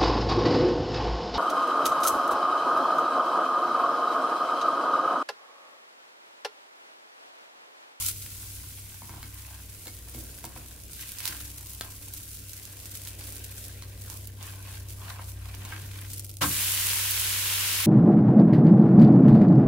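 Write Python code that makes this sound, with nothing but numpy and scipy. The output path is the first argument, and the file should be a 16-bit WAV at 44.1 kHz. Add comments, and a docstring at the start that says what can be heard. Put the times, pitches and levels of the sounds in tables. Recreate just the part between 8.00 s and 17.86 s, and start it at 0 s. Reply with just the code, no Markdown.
"""A batter pancake fries on a flat iron pan in a kitchen, heard in stereo: noise and random grains make a fine
sizzle, short snaps make popping fat. A spatula scrapes as filtered noise and taps as decaying pan modes. The
pancake is turned, slaps down as two noise bands, and its wet side boils loudly in dense grains. A motor hums
nearby in sine tones, over a low rumble and a low rub of the jostled pan, both filtered noise."""
import sys
import numpy as np
from scipy import signal
from scipy.fft import rfft, irfft, next_fast_len
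from scipy.io import wavfile
from scipy.ndimage import uniform_filter1d, map_coordinates

SR = 44100
rng = np.random.default_rng(int(sys.argv[2]) if len(sys.argv) > 2 else 0)


def gain_from_decibels(decibels):
    """Convert decibel values to linear amplitude factors."""
    exponent = np.asarray(decibels, float) / 20
    return 10 ** exponent


def dump(signal):
    """Clip the signal to [-1, 1] and save it as 16-bit WAV at the path in sys.argv[1]."""
    limited = np.clip(np.atleast_2d(signal).T, -1, 1)
    pcm = np.round(limited * 32767).astype(np.int16)
    wavfile.write(sys.argv[1], SR, pcm)


N = 434826  # length in samples
TREBLE_HZ = (6000, 15000)  # band in which sizzle and steam are levelled


def along(points, hz):
    """Reads (Hz, value) points on a log frequency axis."""
    f, v = np.transpose(points)
    return np.interp(np.log(hz + 1), np.log(f + 1), v)


def curves(rows):
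    """Gain per sample for each dB column, at -120 dB outside the table."""
    s, *columns = np.transpose(rows)
    t = np.arange(N) / SR
    return [gain_from_decibels(np.interp(t, s, db, left=-120, right=-120)) for db in columns]


def wobble(rate):
    """A smooth random curve, rate knots a second."""
    at = np.arange(0, N + 64, 64)
    knots = rng.standard_normal(int(N * rate / SR) + 4)
    return np.interp(np.arange(N), at, map_coordinates(knots, [at * rate / SR]))


def filtered(x, response):
    """Shapes x by a complex response of frequency."""
    m = next_fast_len(N + SR // 5)
    return irfft(rfft(x, m) * response(np.fft.rfftfreq(m, 1 / SR)), m)[..., :N]


def unit(x, band=None):
    """Scales the mono sum to rms 1, inside a band in Hz if one is given."""
    mono = x.mean(0)
    if band is None:
        return x / np.sqrt(np.mean(mono ** 2))
    hz, power = signal.welch(mono, SR, nperseg=2048)
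    inside = (hz > band[0]) & (hz < band[1])
    return x / np.sqrt(power[inside].sum() * hz[1])


def fading(kicks, life_ms):
    """Each kick dies away exponentially, by a factor e in life_ms."""
    return signal.lfilter([1], [1, -np.exp(-1000 / (life_ms * SR))], kicks)


def crackle(per_s, spread_db, cap_db, life_ms):
    """Short puffs of noise at random moments, most small, a few large."""
    hit = rng.random(N) < per_s / SR
    size = gain_from_decibels(np.minimum(spread_db * rng.exponential(size=N), cap_db)) * hit
    return unit(fading(size, life_ms) * rng.standard_normal((2, N)))


def spurts(per_s, life_ms):
    """A random curve that jumps up and sinks back, mean 0 and spread 1."""
    kicks = (rng.random(N) < per_s / SR) * rng.random(N)
    curve = fading(kicks, life_ms)
    return (curve - curve.mean()) / curve.std()


# Likeness of the two channels. Each row: frequency in Hz, left-right correlation (1 = mono).
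ALIKE = [(60, 0.88), (180, 0.94), (350, 0.85), (700, 0.34), (1400, 0.54), (3000, 0.27), (6000, 0.0051)]


def rush(spectrum, grains, share):
    """Coloured stereo mix of noise and grains, near mono in the bass and wide in the treble."""
    share = np.clip(share, 0, 1)
    pair = np.sqrt(2 - 2 * share) * rng.standard_normal((2, N)) + np.sqrt(share) * grains

    def colour(hz):
        turn = np.arccos(np.clip(along(ALIKE, hz), -1, 1)) / 2
        return gain_from_decibels(along(spectrum, hz)) * [np.cos(turn), np.sin(turn)]

    mid, side = filtered(np.array([pair[0] + pair[1], pair[0] - pair[1]]), colour)
    return np.array([mid + side, mid - side])


def ringing(modes, hz, widen, uneven):
    """Response of damped modes to a force; each is widen / t60 Hz wide, a low uneven evens their strengths."""
    total = 0
    for k, (centre, db, t60) in enumerate(modes):
        damping = 1j * hz * widen / t60
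        mode = damping / (centre * centre - hz * hz + damping)
        total = total + (-1) ** k * gain_from_decibels(uneven * db) * mode
    return total


def shifting(x, depth_db):
    """Colour that drifts in patches, as the contact moves and damps other modes."""
    z = signal.stft(x, nperseg=512)[2]
    field = uniform_filter1d(rng.standard_normal(z.shape[1:]), size=4, axis=0)
    field = uniform_filter1d(field, size=12, axis=1)
    return signal.istft(z * gain_from_decibels(depth_db * field / field.std()), nperseg=512)[1][:, :N]


SHARPNESS = 1.18  # 1 = pointed swells, 2 = rounded


def swells(s, rise_s, fall_s, db):
    """Power-summed gain of events that each swell to a peak and die away; rise and fall span 10 dB."""
    at = np.arange(0, N + 64, 64)
    late = at / SR - s[:, None]
    far = np.abs(late) / np.where(late < 0, rise_s[:, None], fall_s[:, None])
    power = gain_from_decibels(db[:, None] - 10 * far ** SHARPNESS) ** 2
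    return np.interp(np.arange(N), at, np.sqrt(np.sum(power, axis=0)))


LAND_S, CONTACT_S = 8.407, 0.011  # the pancake's first touch, time until its full weight is down


def landing(db, hold_s, t60):
    """Gain that rises as the pancake lands, holds, then decays by 60 dB in t60 seconds."""
    late = np.arange(N) / SR - LAND_S
    fade_s = np.clip(late - CONTACT_S - hold_s, 0, None)
    return np.clip(late / CONTACT_S, 0, 1) ** 1.4 * gain_from_decibels(db - 60 * fade_s / t60)


# Fine sizzle at the dry edge, loud for the first instant.
# Each row: time in seconds, level above 6 kHz in dB before flares and sputter, sputter depth in dB.
FIZZ = [(0.0, -32.5, 1.5), (0.095, -33.5, 1.5), (0.125, -44.5, 1.5), (0.55, -47, 0.7), (1.15, -51.5, 1.5),
        (2.05, -53, 1.4), (2.9, -51.5, 2), (4.1, -50.5, 1.66), (5.55, -52, 2.5), (5.75, -57, 1.5),
        (6.38, -60, 2), (7.45, -56.5, 1.4), (7.7, -51.5, 1.5), (8.049, -51, 2), (8.405, -56, 4)]
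# Colour of the sizzle. Each row: frequency in Hz, relative density in dB per Hz.
FIZZ_TONE = [(710, -35), (1200, -18), (1380, -6.5), (1660, -20), (2130, -6.5), (4040, -2.5), (10600, 3.5),
             (15700, 0.5), (16000, -29)]
# The sizzle flares when an edge is lifted and steam escapes.
# Each row: peak in seconds, rise in seconds, fall in seconds, level in dB before sputter.
FLARES = [(1.865, 0.18, 0.14, -52), (2.195, .1, 0.2, -48.5), (2.96, 0.016, 0.88, -46.5),
          (3.265, 0.052, 0.14, -40.5), (4.145, 0.041, 1, -50.5), (5.055, 0.26, 0.084, -48.5),
          (5.245, 0.062, 0.33, -48), (5.585, 0.032, 0.15, -44.5), (6.12, 0.13, 0.12, -46.5),
          (6.435, 0.039, 0.26, -49.5), (6.755, 0.13, 0.064, -49.5), (6.915, 0.047, 0.06, -50.5),
          (7.125, 0.24, 0.067, -51.5), (7.295, 0.065, 0.03, -46.5), (8.115, 0.044, 0.16, -47)]
GRAINS_PER_DB = 0.1565  # share of grains in the sizzle per dB of sputter


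def sizzle():
    """Tiny steam bursts, hundreds a second, over a steady hiss; both sputter together."""
    depth_db = np.interp(np.arange(N) / SR, *np.transpose(FIZZ)[::2])
    grains = crackle(per_s=220, spread_db=4.0, cap_db=4.0, life_ms=0.31)
    fizz = unit(rush(FIZZ_TONE, grains, share=GRAINS_PER_DB * depth_db), TREBLE_HZ)
    sputter = gain_from_decibels(depth_db * np.minimum(spurts(per_s=110, life_ms=9.5), 2.8))
    return np.hypot(curves(FIZZ)[0], swells(*np.transpose(FLARES))) * sputter * fizz


# Colour of the rubbing blade. Each row: frequency in Hz, relative density in dB per Hz.
SCRAPE_TONE = [(290, -49), (500, 0), (769, 0.5), (1170, -5.5), (1590, -2.5), (7000, 4)]
# Modes of the iron pan, for scrapes, taps and slap.
# Each row: frequency in Hz, relative strength in dB, nominal time to fall 60 dB in seconds.
PAN = [(82, -26, 0.26), (133, 4.5, 0.24), (238.4, -3.5, 0.23), (322, -1.5, 0.22), (526, -4.5, 0.068),
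       (730, 0.5, 0.036), (900, -9.5, 0.018), (977, 3, 0.022), (1080, -7.5, 0.028), (1333, -6, 0.055),
       (1596, -8.5, 0.072), (2200, -2, 0.055), (2590, -17, 0.025), (4300, -1, 0.033), (4670, -4, 0.033)]
# Spatula strokes on the iron. Each row: peak in seconds, rise in seconds, fall in seconds, hiss in dB,
# grind in dB.
STROKES = [(1.17, 0.19, 0.13, -60.5, -60), (1.535, 0.093, 0.12, -58, -59), (2.155, 0.11, 0.2, -63, -71),
           (2.55, 0.1, 0.15, -59.5, -63), (3.0, 0.048, 0.37, -52, -72), (3.26, 0.062, 0.13, -44.5, -54),
           (3.835, 0.013, 0.11, -65, -59), (5.45, 0.22, 1, -56.5, -73), (5.845, 0.022, 0.25, -85, -70),
           (6.107, 0.06, 0.095, -62, -60), (6.425, 0.038, 0.21, -51.5, -57.5),
           (6.69, 0.069, 0.16, -50.5, -58.5), (7.105, 0.082, 0.11, -48, -50.5),
           (7.735, 0.13, 0.088, -48.5, -52.5), (7.985, 0.15, 0.12, -53.5, -65)]
# Fainter mid-band hiss of the pan between strokes, gone while the pancake is in the air.
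# Each row: time in seconds, hiss in dB, grind in dB.
BETWEEN = [(0.0, -65, -61), (0.085, -60, -66), (0.135, -64, -75), (0.45, -61.5, -69), (0.9, -61.5, -71.5),
           (2.8, -63, -73.5), (3.7, -64.5, -68.5), (4.45, -63.5, -75), (4.7, -59, -67.5), (5.3, -58, -71),
           (5.8, -75, -86), (6.95, -90, -78), (7.45, -57, -63.5), (8.05, -60.5, -74), (8.35, -100, -98)]


def scrape():
    """Clumped slips of the blade drive the pan's modes, damped by the contact; pressure grinds near 1 kHz."""
    slips = crackle(per_s=150, spread_db=2.0, cap_db=8.5, life_ms=2.4)

    def driven_pan(hz):
        modes = 0.55 + ringing(PAN[:-2], hz, widen=2.7, uneven=0.78)
        return modes / (1 + (hz / 3400) ** 3) / (1 + (800 / (hz + 1)) ** 6)

    rub = filtered(rush(SCRAPE_TONE, slips, share=0.44), driven_pan)
    rub = shifting(rub, depth_db=2.0)
    grind = filtered(rub, lambda hz: 1 / (1 + (hz / 1300) ** 8))
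    s, rise_s, fall_s, hiss_db, grind_db = np.transpose(STROKES)
    faint_hiss, faint_grind = curves(BETWEEN)
    hiss_gain = np.hypot(faint_hiss, swells(s, rise_s, fall_s, hiss_db))
    grind_gain = np.hypot(faint_grind, swells(s, rise_s, fall_s, grind_db))
    both = hiss_gain * unit(rub - grind, (1400, 4000)) + grind_gain * unit(grind, (800, 1300))
    return gain_from_decibels(0.6 * wobble(35)) * both


# Motor nearby. Each row: time in seconds, hum in dB, low throb in dB.
MOTOR = [(0.0, -46, -51.5), (2.065, -52.5, -51), (2.65, -57.5, -48.5), (3.455, -52.5, -48.5),
         (4.515, -50, -52.5), (6.355, -43, -52), (7.475, -41.5, -45), (8.005, -40.5, -47.5),
         (8.375, -43, -46), (8.675, -43, -52.5), (9.86, -43, -54)]
# Overtones of the hum. Each row: multiple of the hum, mean peak level in dB relative to -48.5 dB,
# before a random waver.
OVERTONES = [(2, -23), (3, -20)]
HUM_HZ, THROB_HZ = 97.6, 63


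def motor():
    """A hum with two overtones and a lower throb that wavers in pitch and size."""
    hum, throb = curves(MOTOR)
    turn = 2 * np.pi * HUM_HZ * np.arange(N) / SR + 0.056 * wobble(6.2)
    tone = np.sqrt(2) * hum * np.sin(turn)
    for multiple, db in OVERTONES:
        tone += gain_from_decibels(db - 48.5 + 3.7 * wobble(5)) * np.sin(multiple * turn)
    size = 1 + np.tanh(0.39 * wobble(5))
    low = size * np.sin(2 * np.pi * np.cumsum(THROB_HZ + 1.85 * wobble(8)) / SR)
    return (tone + throb * unit(low[None])) * gain_from_decibels([[.4], [-.4]])  # left a shade louder


# Colour of the room's air. Each row: frequency in Hz, relative density in dB per Hz.
ROOM_TONE = [(13, -36), (22, -6), (86, -1.5), (118, -3), (156, -12), (295, -18.5), (366, -24.5), (650, -33),
             (1110, -48.5), (3250, -75), (5500, -120)]
# Low rub as hand and spatula jostle the pan.
# Each row: time in seconds, level at 400-700 Hz in dB before a slow waver.
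JOSTLE = [(0, -69.5), (1.15, -73), (2.2, -63.5), (2.85, -67), (4.2, -68.5), (5.3, -61), (6, -64.5),
          (9.86, -68)]


def rumble():
    """Low noise in the kitchen under the rub of the jostled pan; both waver slowly together."""
    noise = rush(ROOM_TONE, 0, share=0)
    low = filtered(noise, lambda hz: 1 / (1 + (hz / 380) ** 4))
    jostle = curves(JOSTLE)[0] * unit(noise - low, (400, 700))
    return gain_from_decibels(1.28 * wobble(4.574)) * (gain_from_decibels(-53.0) * unit(low) + jostle)


# Bursting fat. Each row: start in seconds, snap level in dB before the bass is cut, centre in Hz,
# left over right in dB.
POPS = [(0.0852, -9, 10900, -3), (0.263, -21, 2570, 2), (1.343, -24.5, 12700, -1.0),
        (1.795, -29.5, 8200, 1), (2.096, -26, 9350, 5), (2.159, -27, 13000, -6), (2.189, -25, 13500, -7),
        (2.2387, -26, 14000, -1.5), (2.388, -26, 11500, -1), (2.4518, -19, 9400, -9),
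        (2.933, -20.5, 9050, -5), (3.1858, -21, 5380, -13), (3.204, -17, 2900, -6), (3.255, -11, 4850, -12),
        (3.277, -9.5, 5100, -4), (4.138, -16.5, 12700, 0), (4.5332, -21.5, 6700, -8),
        (4.6532, -24.5, 6600, -12), (4.915, -27, 13400, -12), (5.0734, -19, 3900, -5),
        (5.357, -25, 9900, -11), (6.1007, -21, 6560, -11), (6.273, -22.5, 11500, -12),
        (6.428, -25, 6000, -11), (6.905, -25, 3500, -5), (7.5487, -26.5, 5670, -12),
        (7.917, -28, 9000, 0.5), (8.014, -23, 10700, 1.0), (8.1337, -17.5, 8830, 1.5),
        (8.18, -21, 13800, 3), (8.1952, -13.5, 9500, 1), (8.801, -13, 2780, -5), (9.1087, -8, 13700, -6),
        (9.197, -11, 11300, -8)]


def pops():
    """Each burst is a short decaying sine snap with a few milliseconds of noise spray."""
    out, t = np.zeros((2, N + SR)), np.arange(SR // 40) / SR
    for s, db, hz, pan_db in POPS:
        snap = np.sin(2 * np.pi * hz * t) * gain_from_decibels(-60 * t / 0.001)
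        bright = signal.lfilter([1, -.6], [1], rng.standard_normal((2, len(t))))
        spray = 0.19 * gain_from_decibels(-60 * t / 0.026) * bright
        sides = gain_from_decibels([[pan_db / 2], [-pan_db / 2]])
        out[:, round(s * SR):][:, :len(t)] += gain_from_decibels(db) * sides * (snap + spray)
    return filtered(out[:, :N], lambda hz: (1j * hz / (1j * hz + 1200)) ** 2)


# The room's answer. Each row: frequency in Hz, time to fall 60 dB in seconds.
KITCHEN = [(200, 0.51), (2000, 0.2), (10000, 0.018)]


def kitchen(x):
    """Walls answer with decaying noise, each frequency dying at its own speed."""
    hz, t, z = signal.stft(rng.standard_normal((2, SR // 2)), SR, nperseg=256)
    decay = gain_from_decibels(-60 * t / along(KITCHEN, hz)[:, None])
    tail = signal.istft(z * decay, SR, nperseg=256)[1]
    late = np.pad(x, (300, 0))[None]  # 300 samples until the first answer
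    return signal.fftconvolve(late, tail / np.linalg.norm(tail[0]), axes=1)[:, :N]


# Contacts on the pan: spatula contacts, and in the last row the clink as the pancake lands; the spot touched
# favours # the modes near one pitch. Each row: start in seconds, relative level in dB, relative thud in dB,
# relative clink in # dB, favoured pitch in Hz.
TAPS = [(1.02, -41.5, -8, -15, 970), (1.093, -37, -9, -12, 970), (1.138, -45, -3, -17, 940),
        (1.176, -39, -14, -22, 925), (1.229, -40.5, -12, -3, 2100), (1.858, -41, -15, -7, 560),
        (1.87, -39.5, -21, -3.5, 560), (1.88, -43, -15, -6, 2200), (2.075, -44.5, -18, -20, 900),
        (2.144, -39.5, -2.5, -18, 480), (2.178, -48, -5, -22, 322), (2.225, -44.5, -6.5, -22, 500),
        (2.441, -32.5, -8.5, -11, 940), (2.562, -35, -9.5, -19, 905), (3.29, -47.5, -8, -22, 330),
        (3.81, -34.5, -26, 0.5, 1400), (5.21, -56, -4, 11, 300), (5.823, -49, -39, 3, 1060),
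        (7.192, -34, -26, -32, 980), (7.651, -42, -25, -1, 2600), (7.721, -31, -17.5, -24, 1490),
        (7.818, -48, -5, -6, 140), (8.423, -30, -16, -12, 4570)]
FAVOUR_DB, FAVOUR_OCTAVES, BELOW_DB_PER_OCTAVE = 11, 0.61, 4.5
RATTLE = 0.3  # roughness of the ring while the blade rests on the iron


def taps():
    """Every contact rings the pan's modes anew, slightly detuned and rough, with a short noise crack."""
    out, t = np.zeros(N + SR), np.arange(SR // 3) / SR
    hz, mode_db, t60 = np.transpose(PAN)[..., None]
    onset = 1 - np.exp(-t * hz / 0.9)
    for s, db, thud_db, clink_db, spot_hz in TAPS:
        # thud sets the modes below 400 Hz, clink those above 2400 Hz
        share_db = np.where(hz < 400, thud_db + 9, np.where(hz > 2400, clink_db + 9, 0))
        share_db = share_db + FAVOUR_DB * np.exp(-(np.log2(hz / spot_hz) / FAVOUR_OCTAVES) ** 2)
        octaves_below = np.clip(np.log2(spot_hz / hz), 0, None) * (hz > 400)
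        share_db = share_db - BELOW_DB_PER_OCTAVE * octaves_below
        scatter_db = 2.5 * rng.standard_normal(hz.shape)
        detune = 0.012 * rng.standard_normal(hz.shape)
        rough = uniform_filter1d(rng.standard_normal((2, len(t))), size=90)
        envelope = gain_from_decibels(mode_db + share_db + scatter_db - 60 * t / t60) * onset
        ring = envelope * (1 + RATTLE * unit(rough)[0]) * np.sin(2 * np.pi * hz * (1 + detune) * t)
        crack = gain_from_decibels(clink_db + 22 - 60 * t / 0.016) * rng.standard_normal(len(t))
        out[round(s * SR):][:len(t)] += gain_from_decibels(db - 11.0) * (ring.sum(0) + crack)
    return out[:N]


# Colours of the landing's thump and smack. Each row: frequency in Hz, relative density in dB per Hz.
THUMP_TONE = [(45, -26), (79, -2), (97, -11), (115, 1), (150, -5), (186, -4), (232, -20), (288, -3),
              (350, -17.5), (1000, -26.5)]
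SMACK_TONE = [(350, -15), (600, -12.5), (903, -12), (1300, -1), (2340, -16), (5000, -40)]


def slap():
    """Soft wet weight on iron: a smeared low thump and a short smack that rings the pan."""
    low = unit(rush(THUMP_TONE, 0, share=0), (110, 400))
    rung = filtered(rush(SMACK_TONE, 0, share=0),
                    lambda hz: 0.23 + ringing(PAN, hz, widen=1.6, uneven=0.17))
    high = unit(rung, (700, 1500))
    thump = landing(db=-34, hold_s=0.04, t60=0.42) * low
    smack = landing(db=-30, hold_s=0.023, t60=0.15) * high
    return thump + smack


# Wet side boiling on the iron. Each row: time in seconds, treble in dB, bubble band in dB,
# both before a slight waver and the bubbles before the splash.
BOIL = [(8.408, -45, -88), (8.42, -33, -54), (8.515, -33, -38.5), (8.625, -31, -35.5), (9.405, -33.5, -36),
        (9.565, -32, -33.5), (9.86, -33, -34)]
# Colour of the boil. Each row: frequency in Hz, relative density in dB per Hz.
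BOIL_TONE = [(180, -38), (300, -19.5), (725, -20), (1080, -10), (1170, -13.5), (1580, -7.5), (1810, -8),
             (2880, -3), (4020, -4), (6960, -0.5), (11100, 0.5), (15750, -3), (16000, -36)]


def boil():
    """Thousands of steam bursts a second under the wet side, with larger, lower bubbles and a landing splash."""
    def lower(hz):
        return 1 / (1 + (hz / 5500) ** 4)

    steam = rush(BOIL_TONE, crackle(per_s=2300, spread_db=5.5, cap_db=17, life_ms=0.32), share=0.3)
    steam = unit(filtered(steam, lambda hz: 1 - lower(hz)), TREBLE_HZ)
    bubbles = rush(BOIL_TONE, crackle(per_s=480, spread_db=0.5, cap_db=6, life_ms=0.63), share=0.22)
    bubbles = unit(filtered(bubbles, lower), (1500, 5000))
    steam_gain, bubble_gain = curves(BOIL)
    splash = landing(db=-29.5, hold_s=0.013, t60=0.13)
    bubble_gain = np.hypot(bubble_gain, splash)
    return (steam_gain * steam + bubble_gain * bubbles) * gain_from_decibels(0.35 * wobble(7.3))


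LEFT_LAG_S = 2 / SR


def scene():
    """All sources; walls answer taps and pops; spatula, motor and rumble reach the left microphone later."""
    hits, fat = taps(), pops()
    walls = filtered(kitchen(hits + fat.mean(0)), lambda hz: hz / (hz + 500))  # little bass

    def lag(hz):
        return np.exp(-2j * np.pi * hz * np.array([[LEFT_LAG_S], [0]]))

    nearer_right = filtered(hits + scrape() + motor() + rumble(), lag)
    return fat + gain_from_decibels(-4.5) * walls + slap() + sizzle() + boil() + nearer_right


def low_pass(x):
    """Removes everything above the highest recorded frequency."""
    return signal.sosfilt(signal.butter(12, 16860, fs=SR, output="sos"), x)


def record(dry):
    """Nothing at or above 16.1 kHz is kept in the finished mix."""
    mix = filtered(dry, lambda hz: hz < 16100)
    return low_pass(mix)


dry = scene()
out = record(dry)
dump(out)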